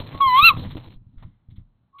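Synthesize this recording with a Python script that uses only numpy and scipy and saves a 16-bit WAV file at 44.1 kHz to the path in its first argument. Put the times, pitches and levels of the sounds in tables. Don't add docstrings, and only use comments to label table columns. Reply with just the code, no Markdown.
import sys
import numpy as np
from scipy import signal
from scipy.fft import rfft, irfft
from scipy.io import wavfile
from scipy.ndimage import uniform_filter1d, map_coordinates

SR = 44100
rng = np.random.default_rng(int(sys.argv[2]) if len(sys.argv) > 2 else 0)


def inscribe(sig):
    pcm = np.round(np.clip(np.atleast_2d(sig).T, -1, 1) * 32767)
    wavfile.write(sys.argv[1], SR, pcm.astype(np.int16))


N = 88200
T = np.arange(N) / SR

# pitch_hz, relative_db
THROAT_COLOUR = [(300, -44.5), (900, -27.5), (1150, -1.5), (1500, -12), (1900, -26), (2150, -1.5),
                 (2700, -6), (3400, -3.5), (4000, -6), (4600, -5.5), (5500, -21)]


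def undb(db):
    return 10 ** (np.asarray(db) / 20)


def envelope(rows):
    start_s, level_db = np.array(rows).T
    return undb(np.interp(T, start_s, level_db, left=-200, right=-200))


def colour(x, points):
    pitch_hz, relative_db = np.array(points).T
    bins_hz = np.maximum(np.arange(N // 2 + 1) * SR / N, 1)
    gain = undb(np.interp(np.log(bins_hz), np.log(pitch_hz), relative_db))
    shaped = irfft(rfft(x) * gain, N)
    return shaped / shaped.std()


def noise():
    return rng.standard_normal(N)


def walk(rate_hz):
    width = max(int(SR / rate_hz), 1)
    wander = uniform_filter1d(uniform_filter1d(noise(), width), width)
    return wander / wander.std()


def feathers():
    # start_s, level_db
    rustle_level = [(0, -36.5), (.055, -43), (.18, -46), (.45, -47.5), (.57, -42.5), (.65, -42.5),
                    (.68, -49.5), (.78, -43.5), (.82, -54), (.88, -51.5), (.945, -59), (1.0, -93),
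                    (1.14, -80), (1.21, -78), (1.265, -86), (1.35, -103), (2, -99)]
    # pitch_hz, relative_db
    feather_colour = [(150, -1.5), (300, 14.5), (420, 4.5), (620, 5.5), (1000, 1), (2000, -7), (3200, 1.5),
                      (4300, -3.5), (5000, -21.5)]
    brush = np.zeros(N)
    for hz in 250 * 2.0 ** np.arange(5):
        band = colour(noise(), [(hz / 4, -40), (hz, 0), (hz * 4, -40)])
        brush += band * np.sqrt(hz) * undb(2.5 * walk(45))
    flutter = undb(4.1 * walk(1500) + 2 * walk(200))
    return envelope(rustle_level) * colour(brush * flutter, feather_colour)


def feet():
    # start_s, level_db
    shuffle_level = [(0, -39.5), (.15, -37), (.23, -48), (.48, -42.5), (.57, -31), (.7, -37), (.83, -49),
                     (.92, -45.5), (1.12, -55.5), (1.27, -44), (1.39, -71.5), (1.47, -65), (1.53, -47),
                     (1.62, -57), (1.73, -72.5), (2, -74)]
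    # pitch_hz, relative_db
    board_colour = [(15, -27.5), (31, -1), (52, -24), (85, -2), (110, 2.5), (165, -5), (260, -11.5),
                    (350, -29), (700, -57), (1500, -71.5)]
    # pitch_hz, level_db, time to fade by 60 dB (fade_s)
    box_modes = [(32.54, -11, 0.39), (93.27, -4, .17), (119.1, -5, 0.19), (175, -4.5, .08),
                 (247, -3.5, .08), (315, -4.5, 0.091)]
    # start_s, level_db, contact_s
    bumps = [(.003, -28.5, 0.0028), (0.149, -31, 0.0005), (0.263, -30.5, 0.0037), (0.426, -22.5, 0.0041),
             (0.573, -27.5, 0.00099), (0.673, -27.5, 0.0046), (0.755, -27, 0.001), (0.87, -34.5, 0.0027),
             (.955, -27.5, .02), (1.066, -42, 0.0043), (1.169, -26, 0.015), (1.249, -30.5, 0.0057),
             (1.486, -35.5, 0.0047), (1.581, -30, 0.0042)]
    ring = np.zeros(N)
    for pitch_hz, level_db, fade_s in box_modes:
        ring += undb(level_db - 60 * T / fade_s) * np.sin(2 * np.pi * pitch_hz * T)
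    out = envelope(shuffle_level) * colour(noise() * undb(1.7 * walk(50)), board_colour)
    for start_s, level_db, contact_s in bumps:
        push = np.sin(np.pi * np.clip((T - start_s) / contact_s, 0, 1))
        out += undb(level_db) * signal.fftconvolve(push / push.sum(), ring)[:N]
    return out


def call():
    # start_s, pitch_hz
    pitch = [(.14, 1090), (.22, 1112), (.275, 1052), (.302, 1001), (.335, 998), (.365, 1046), (.398, 1145),
             (.418, 1228), (.44, 1322), (.459, 1377), (.478, 1332), (.493, 1280), (.507, 1105),
             (.525, 1023)]
    # start_s, level_db
    whistle = [(.12, -63), (.15, -42.5), (.199, -46), (.208, -14), (.28, -13.5), (.30, -18), (.315, -19),
               (.36, -11.5), (.385, -10.8), (.394, -9.5), (.417, -16.5), (.51, -16), (.522, -26.5),
               (.535, -61)]
    second = [(.195, -70.5), (0.209, -45), (.26, -33.5), (.37, -27), (.392, -40.5), (0.413, -24),
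              (.432, -16.5), (0.444, -7), (.491, -7), (0.506, -40), (.53, -61.5)]
    third = [(.198, -71), (.22, -28), (.27, -32.5), (.325, -39), (.393, -19), (.41, -33.5), (.425, -17.5),
             (.488, -11.5), (.503, -36), (.525, -67)]
    fourth = [(.255, -63.5), (.28, -35), (.30, -35.5), (.355, -41), (.375, -56), (.39, -72.5)]
    # start_s, level_db
    rasp_level = [(.195, -72), (.208, -38), (.23, -53.5), (.315, -48), (.345, -38), (.392, -25.5),
                  (.412, -35), (.46, -30), (.493, -21.5), (.51, -32.5), (.525, -63)]
    jitter, rasp_jitter = 0.0014, 0.009
    shimmer_db = 0.3
    half_db, half_waver_rad = -4, 0.9

    rasp = envelope(rasp_level)
    hz = uniform_filter1d(np.interp(T, *np.array(pitch).T), size=400)
    hz = hz * (1 + jitter * walk(250) + rasp_jitter * rasp / rasp.max() * walk(1400))
    phase = 2 * np.pi * np.cumsum(hz) / SR

    voice = np.zeros(N)
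    for k, level in enumerate([whistle, second, third, fourth], 1):
        voice += envelope(level) * undb(shimmer_db * k * walk(160)) * np.sin(k * phase)

    halves = sum(np.sin((k + 0.5) * phase + half_waver_rad * walk(300)) for k in range(1, 4))
    hiss = noise() * (1 + 0.89 * np.cos(phase)) * undb(2.5 * walk(350))
    harshness = colour(hiss, THROAT_COLOUR) + undb(half_db) * colour(halves, THROAT_COLOUR)
    return np.sqrt(2) * voice + rasp * harshness


def claws():
    # start_s, level_db, length_s (time constant of the fade), centre_hz
    scratches = [(0.141, -36.5, 0.015, 700), (0.564, -31, 0.0099, 600), (0.642, -46.5, 0.034, 1780),
                 (0.699, -41.5, 0.021, 2233), (0.769, -39, 0.0077, 1798), (1.175, -63, 0.087, 1552),
                 (1.223, -42, 0.01, 863), (1.264, -63, 0.0058, 3600), (1.488, -64, 0.0099, 450),
                 (1.501, -58.5, 0.018, 3530), (1.557, -59, 0.02, 3630), (1.585, -64, 0.017, 500)]
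    # pitch_hz, relative_db
    scraped_wood = [(300, 0.5), (600, 4), (800, 2.5), (1150, 5), (1600, -4), (2050, 5), (2500, -7.5),
                    (3000, 0.5), (3550, 4.5), (4200, -4)]
    attack_s, spread = 0.0075, 2 ** 3.9
    out = np.zeros(N)
    for start_s, level_db, length_s, centre_hz in scratches:
        age = np.maximum(T - start_s, 0)
        wood = colour(noise() * undb(1.519 * walk(1200)), scraped_wood)
        grit = colour(wood, [(centre_hz / spread, -18), (centre_hz, 0), (centre_hz * spread, -18)])
        out += undb(level_db) * np.minimum(age / attack_s, 1) * np.exp(-age / length_s) * grit
    return out


def next_call():
    lead_s, lead_attack_s, lead_hz = 1.925, 0.028, 1112
    lead_db, lead_waver_db = -50, 1.5
    open_s, open_attack_s, open_db = 1.982, 0.0098, -44.5
    phase = 2 * np.pi * np.cumsum(lead_hz * (1 + 0.0168 * walk(290))) / SR
    lead = np.clip((T - lead_s) / lead_attack_s, 0, 1) * undb(lead_db + lead_waver_db * walk(110))
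    opening = np.clip((T - open_s) / open_attack_s, 0, 1) * undb(open_db)
    whistle = np.sqrt(2) * np.sin(phase) + undb(-33.5) * colour(noise(), THROAT_COLOUR)
    harmonics = 0.5 * np.sin(2 * phase) + 0.5 * np.sin(3 * phase)
    rasp = 0.84 * colour(noise(), THROAT_COLOUR) + harmonics
    return lead * whistle + opening * rasp


def cavity(x):
    # pitch_hz, relative_db
    wall_colour = [(200, -5.5), (900, -4), (1200, -0.5), (1700, -5), (2600, -18), (4200, -13)]
    fade_s, reflections_db = 0.18, -23
    fade = np.exp(-np.log(1000) * T / fade_s)
    tail = colour(noise(), wall_colour) * fade * (T > 0.003)
    return x + undb(reflections_db) * signal.fftconvolve(x, tail / np.linalg.norm(tail))[:N]


def air():
    # pitch_hz, relative_db
    air_colour = [(30, 5), (110, 23), (260, 9.5), (450, -0.5), (1000, 0), (2000, -11.5), (4200, -12.5)]
    return undb(-69) * colour(noise(), air_colour)


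def scene():
    inside = cavity(feathers() + call() + claws() + next_call())
    return (inside + feet() + air())[None]


def record(dry):
    ceiling = 0.84
    band_hz, camera_rate_hz, top_hz = 4212, 16000, 15700
    leak_db = -31.5
    x = np.clip(dry[0], -ceiling, ceiling)
    narrow = signal.sosfilt(signal.ellip(8, 0.3, 55, band_hz, fs=SR, output="sos"), x)
    leak = signal.sosfilt(signal.butter(8, 4800, fs=SR, output="sos"), x)
    narrow = narrow + undb(leak_db) * leak
    ticks_s = np.arange(N * camera_rate_hz // SR + 1) / camera_rate_hz
    samples = map_coordinates(narrow, [ticks_s * SR], mode="nearest")
    joined = np.interp(T, ticks_s, samples)
    return signal.sosfilt(signal.ellip(8, 0.2, 70, top_hz, fs=SR, output="sos"), joined)[None]


dry = scene()
out = record(dry)
inscribe(out)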